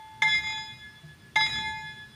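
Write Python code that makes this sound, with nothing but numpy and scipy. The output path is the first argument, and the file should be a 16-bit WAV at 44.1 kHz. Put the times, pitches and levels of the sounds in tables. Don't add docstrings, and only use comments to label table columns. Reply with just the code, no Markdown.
import sys
import numpy as np
from scipy import signal
from scipy.fft import rfft, irfft, next_fast_len
from scipy.io import wavfile

SR = 44100
rng = np.random.default_rng(int(sys.argv[2]) if len(sys.argv) > 2 else 0)


def file_out(sig):
    cols = np.atleast_2d(sig).T
    lim = np.clip(cols, -1, 1)
    pcm = np.round(lim * 32767).astype(np.int16)
    wavfile.write(sys.argv[1], SR, pcm)


N = 94815

# start in seconds, time that swing ends in seconds,
# boost of the shimmer in dB, boost of the clank in dB.
STRIKES = [(0.22, 0.598, -2, 6), (1.358, 1.796, 0.5, -5)]
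SWING_PERIOD_S, ATTACK_S = 2.232, 0.0049


def amp(db):
    return 10 ** (np.asarray(db) / 20)


def unit(x):
    return x / np.sqrt(np.mean(np.abs(x) ** 2) + 1e-20)


def clock():
    return np.arange(N) / SR


def fade(start, ring_s, attack_s):
    age = np.maximum(clock() - start, 0)
    return (1 - np.exp(-age / attack_s)) * np.exp(-np.log(1000) * age / ring_s)


def filtered(x, gain_at):
    size = next_fast_len(N + SR // 2)
    return irfft(rfft(x, size) * gain_at(np.fft.rfftfreq(size, 1 / SR)), size)[:N]


def noise(colour):
    points_hz, db = np.transpose(colour)
    white = rng.standard_normal(N)
    return unit(filtered(white, lambda hz: amp(np.interp(np.log(hz + 1), np.log(points_hz), db))))


def outdoors():
    # time in seconds, relative level of the rumble in dB.
    rumble_levels = [(0.0, -65), (0.35, -52.5), (1.04, -61), (1.24, -55.5), (1.29, -58.5), (1.59, -45),
                     (1.64, -50.5), (1.7, -48.5), (1.74, -55), (2.15, -58)]
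    # frequency in Hz, relative level in dB.
    rumble_colour = [(15, -54), (25, -32.5), (70, 0), (146, 0), (188, -8), (225, -4), (265, -17),
                     (301, -11), (342, -17), (379, -11), (520, -28), (680, -75), (1140, -120)]
    air_colour = [(100, -35.5), (400, -9), (700, -5), (1500, -4.5), (3000, -7), (4500, -9.5), (8000, -18),
                  (11000, -20.5), (15000, -22.5)]
    rumble_db = 3 + np.interp(clock(), *np.transpose(rumble_levels))
    return amp(rumble_db) * noise(rumble_colour) + amp(-60.5) * noise(air_colour)


def insect(centre_hz=9080, waver_hz=110, wavers_per_s=28, width_hz=330):
    pitch = centre_hz + waver_hz * np.sin(2 * np.pi * wavers_per_s * clock())
    rasp = filtered(rng.standard_normal(N), lambda hz: np.exp(-(hz / width_hz) ** 2))
    return amp(-74) * unit(rasp * np.sin(2 * np.pi * np.cumsum(pitch) / SR))


def trees(sound):
    tail = rng.standard_normal(N) * fade(0.025, ring_s=0.49, attack_s=0.089)
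    return amp(-18.5) * signal.fftconvolve(sound, tail / np.linalg.norm(tail))[:N]


def mount(boom_hz=151.4):
    # start of a knock in seconds, boost in dB.
    knock_times = [(1.03, 9.5), (1.827, 5)]
    # pitch in Hz, level before the boost in dB, ring time in seconds.
    knock_tones = [(152.6, -44.5, 0.3), (350, -62, 0.22), (667, -53.5, 0.09)]
    t = clock()
    booms = sum(fade(start, ring_s=0.46, attack_s=0.032) * np.sin(2 * np.pi * boom_hz * (t - start))
                for start, *_ in STRIKES)
    knocks = sum(amp(db + boost) * fade(start, ring_s, 0.018) * np.sin(2 * np.pi * hz * (t - start))
                 for start, boost in knock_times for hz, db, ring_s in knock_tones)
    return amp(-36) * booms + knocks


def lingering(ring_s=2.24):
    # pitch in Hz, starting level in dB.
    tones = [(875, -43), (1701, -57), (2103, -58.5), (3430, -56.5)]
    t = clock()
    ring = sum(amp(db) * np.sin(2 * np.pi * hz * t) for hz, db in tones)
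    until_first_strike = 1 - fade(STRIKES[0][0], np.inf, ATTACK_S)
    return ring * np.exp(-np.log(1000) * t / ring_s) * until_first_strike


def clapper():
    # start in seconds, relative level in dB.
    contacts = [(.2195, 0), (.279, -11), (.309, -17), (.345, -12), (.379, -14), (.437, -19), (.467, -15),
                (.497, -15), (.522, -18), (.575, -20), (1.357, 0), (1.408, -7), (1.463, -7), (1.494, -13),
                (1.526, -16), (1.555, -15), (1.584, -16), (1.608, -20)]
    # frequency in Hz, relative level in dB.
    colour = [(100, -34), (300, -1.5), (500, -16.5), (800, -0.5), (1050, -4.5), (1270, 2), (1480, -8),
              (2100, 6.5), (2850, -10.5), (3600, 6), (4500, -21.5), (6500, -9.5), (7800, -25.5),
              (9000, -18), (11000, -33.5), (15000, -33)]
    power = np.zeros(N)
    for start, db in contacts:
        crack = fade(start, ring_s=0.062, attack_s=0.00081)
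        tail = amp(-20) * fade(start, ring_s=1, attack_s=0.0092)
        power += (amp(db) * (crack + tail)) ** 2
    return amp(-23.5) * np.sqrt(power) * noise(colour)


def clank(start, boost_db):
    # pitch in Hz, level before the boost in dB, ring time in seconds.
    tones = [(1310, -39, 0.077), (1540, -49, .11), (1707, -25, 0.15), (2113, -14, 0.1), (2900, -63, 0.074),
             (3515, -26, 0.097), (3340, -49, .5)]
    age = clock() - start
    return sum(amp(db + boost_db) * fade(start, ring_s, ATTACK_S) * np.cos(2 * np.pi * hz * age)
               for hz, db, ring_s in tones)


def flutter(hz, rate_hz=24, depth=0.3, full_depth_hz=5000):
    points = rng.standard_normal((2, int(N * rate_hz / SR) + 4))
    level, phase = (np.interp(clock() * rate_hz, np.arange(len(row)), row) for row in points)
    return 1 + depth * min(hz / full_depth_hz, 1) * (level + 1j * phase)


def bell_tone(hz, start, beam_angle, depth, throb_hz, dip_s):
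    age = clock() - start
    beams = np.cos(beam_angle) + 0.069j
    throb = 1 - depth * np.exp(2j * np.pi * throb_hz * (age - dip_s))
    wave = np.exp(2j * np.pi * (hz - depth * throb_hz / 2) * age)
    return np.imag(beams * throb * flutter(hz) * wave)


def shimmer(start, tilt, boost_db, sweep_rad=2.6, typical_throb_hz=8.35):
    # pitch in Hz, relative level in dB.
    tones = [(5636, -65), (6584, -64), (7144, -57), (7343, -51.5), (8495, -69), (8737, -53.5),
             (8888, -52.5), (9388, -91), (9825, -76.5), (10713, -63), (10928, -63), (11273, -68),
             (11746, -71), (12791, -72), (13006, -65), (13345, -67)]
    ring = np.zeros(N)
    for hz, db in tones:
        direction, pace, dip_s = rng.random(3)
        angle = np.pi * direction - sweep_rad * tilt
        throb_hz = typical_throb_hz * (0.5 + pace)
        ring += amp(db) * bell_tone(hz, start, angle, depth=0.49, throb_hz=throb_hz, dip_s=dip_s)
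    return amp(boost_db - 0.5) * fade(start, ring_s=1.35, attack_s=ATTACK_S) * ring


def bell():
    # relative level in dB, beam angle in radians,
    # throb rate in Hz, seconds from the strike to a dip of the throb.
    long_tones = [(874, 1.235, 3.69, 0.43, -26.5, 2.5, 3.18, 0.2, -23.5, 2.75, 2.4, 0.15),
                  (1701.5, 2.5, 6.4, .5, -31.5, 2.09, 7.2, .005, -32, .84, 6.3, .113),
                  (2104, 1.036, 3.9, 0.59, -18.5, 1.08, 8.03, 0.082, -20, 2.62, 9.15, 0.04),
                  (2467, 1.38, 2.1, 0.4, -35.5, 2.5, 5.06, 0.037, -37.5, 2.99, 7.2, 0.073),
                  (3429, 1.6, 10, .45, -26, 2.72, 7.8, .035, -26.5, 1.36, 6.5, .125),
                  (3893, 1.03, 3.35, 0.45, -32.5, 0.2, 4.5, 0.2, -27, 1.4, 10.7, 0.024),
                  (3994, 1.37, 2.36, 0.22, -35, 2, 4.8, 0.039, -37.5, 0.47, 3.76, 0.1),
                  (5024.4, 1.253, 0.99, 0.79, -23.5, 2, 6.74, 0.042, -33.5, 1.16, 8.78, 0.025),
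                  (5131, 1.49, 4.6, 0.59, -40.5, 2, 6.7, 0.035, -44.5, 0.98, 4.1, .13),
                  (5325, 1.4, 2.6, 0.86, -44, 1.5, 5.4, 0.22, -49.5, 0.77, 11, .042),
                  (6349, 1.05, 3.25, 0.59, -50, 2.5, 4.1, .019, -49.5, 1.23, 5.45, 0.12),
                  (6825, 1.136, 3.9, 0.53, -37, 0, 2.9, .18, -44, .63, 8.35, 0.038)]
    sound = np.zeros(N)
    for side, (start, end_s, shimmer_db, clank_db) in enumerate(STRIKES):
        tilt = 1 - np.cos(2 * np.pi * (clock() - end_s) / SWING_PERIOD_S)
        mouth_gain = amp(4 * np.exp(-tilt / 0.3))
        for hz, ring_s, sweep, depth, *sides in long_tones:
            db, angle, throb_hz, dip_s = np.reshape(sides, (2, -1))[side]
            tone = bell_tone(hz, start, angle - sweep * tilt, depth, throb_hz, dip_s)
            sound += mouth_gain * amp(db) * fade(start, ring_s, ATTACK_S) * tone
        sound += shimmer(start, tilt, shimmer_db) + clank(start, clank_db)
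    return sound


def scene():
    metal = bell() + lingering() + clapper()
    return (metal + trees(metal) + mount() + outdoors() + insect())[None]


def record(dry):
    top_hz = 15550
    return filtered(dry[0], lambda hz: hz < top_hz)[None]


dry = scene()
out = record(dry)
file_out(out)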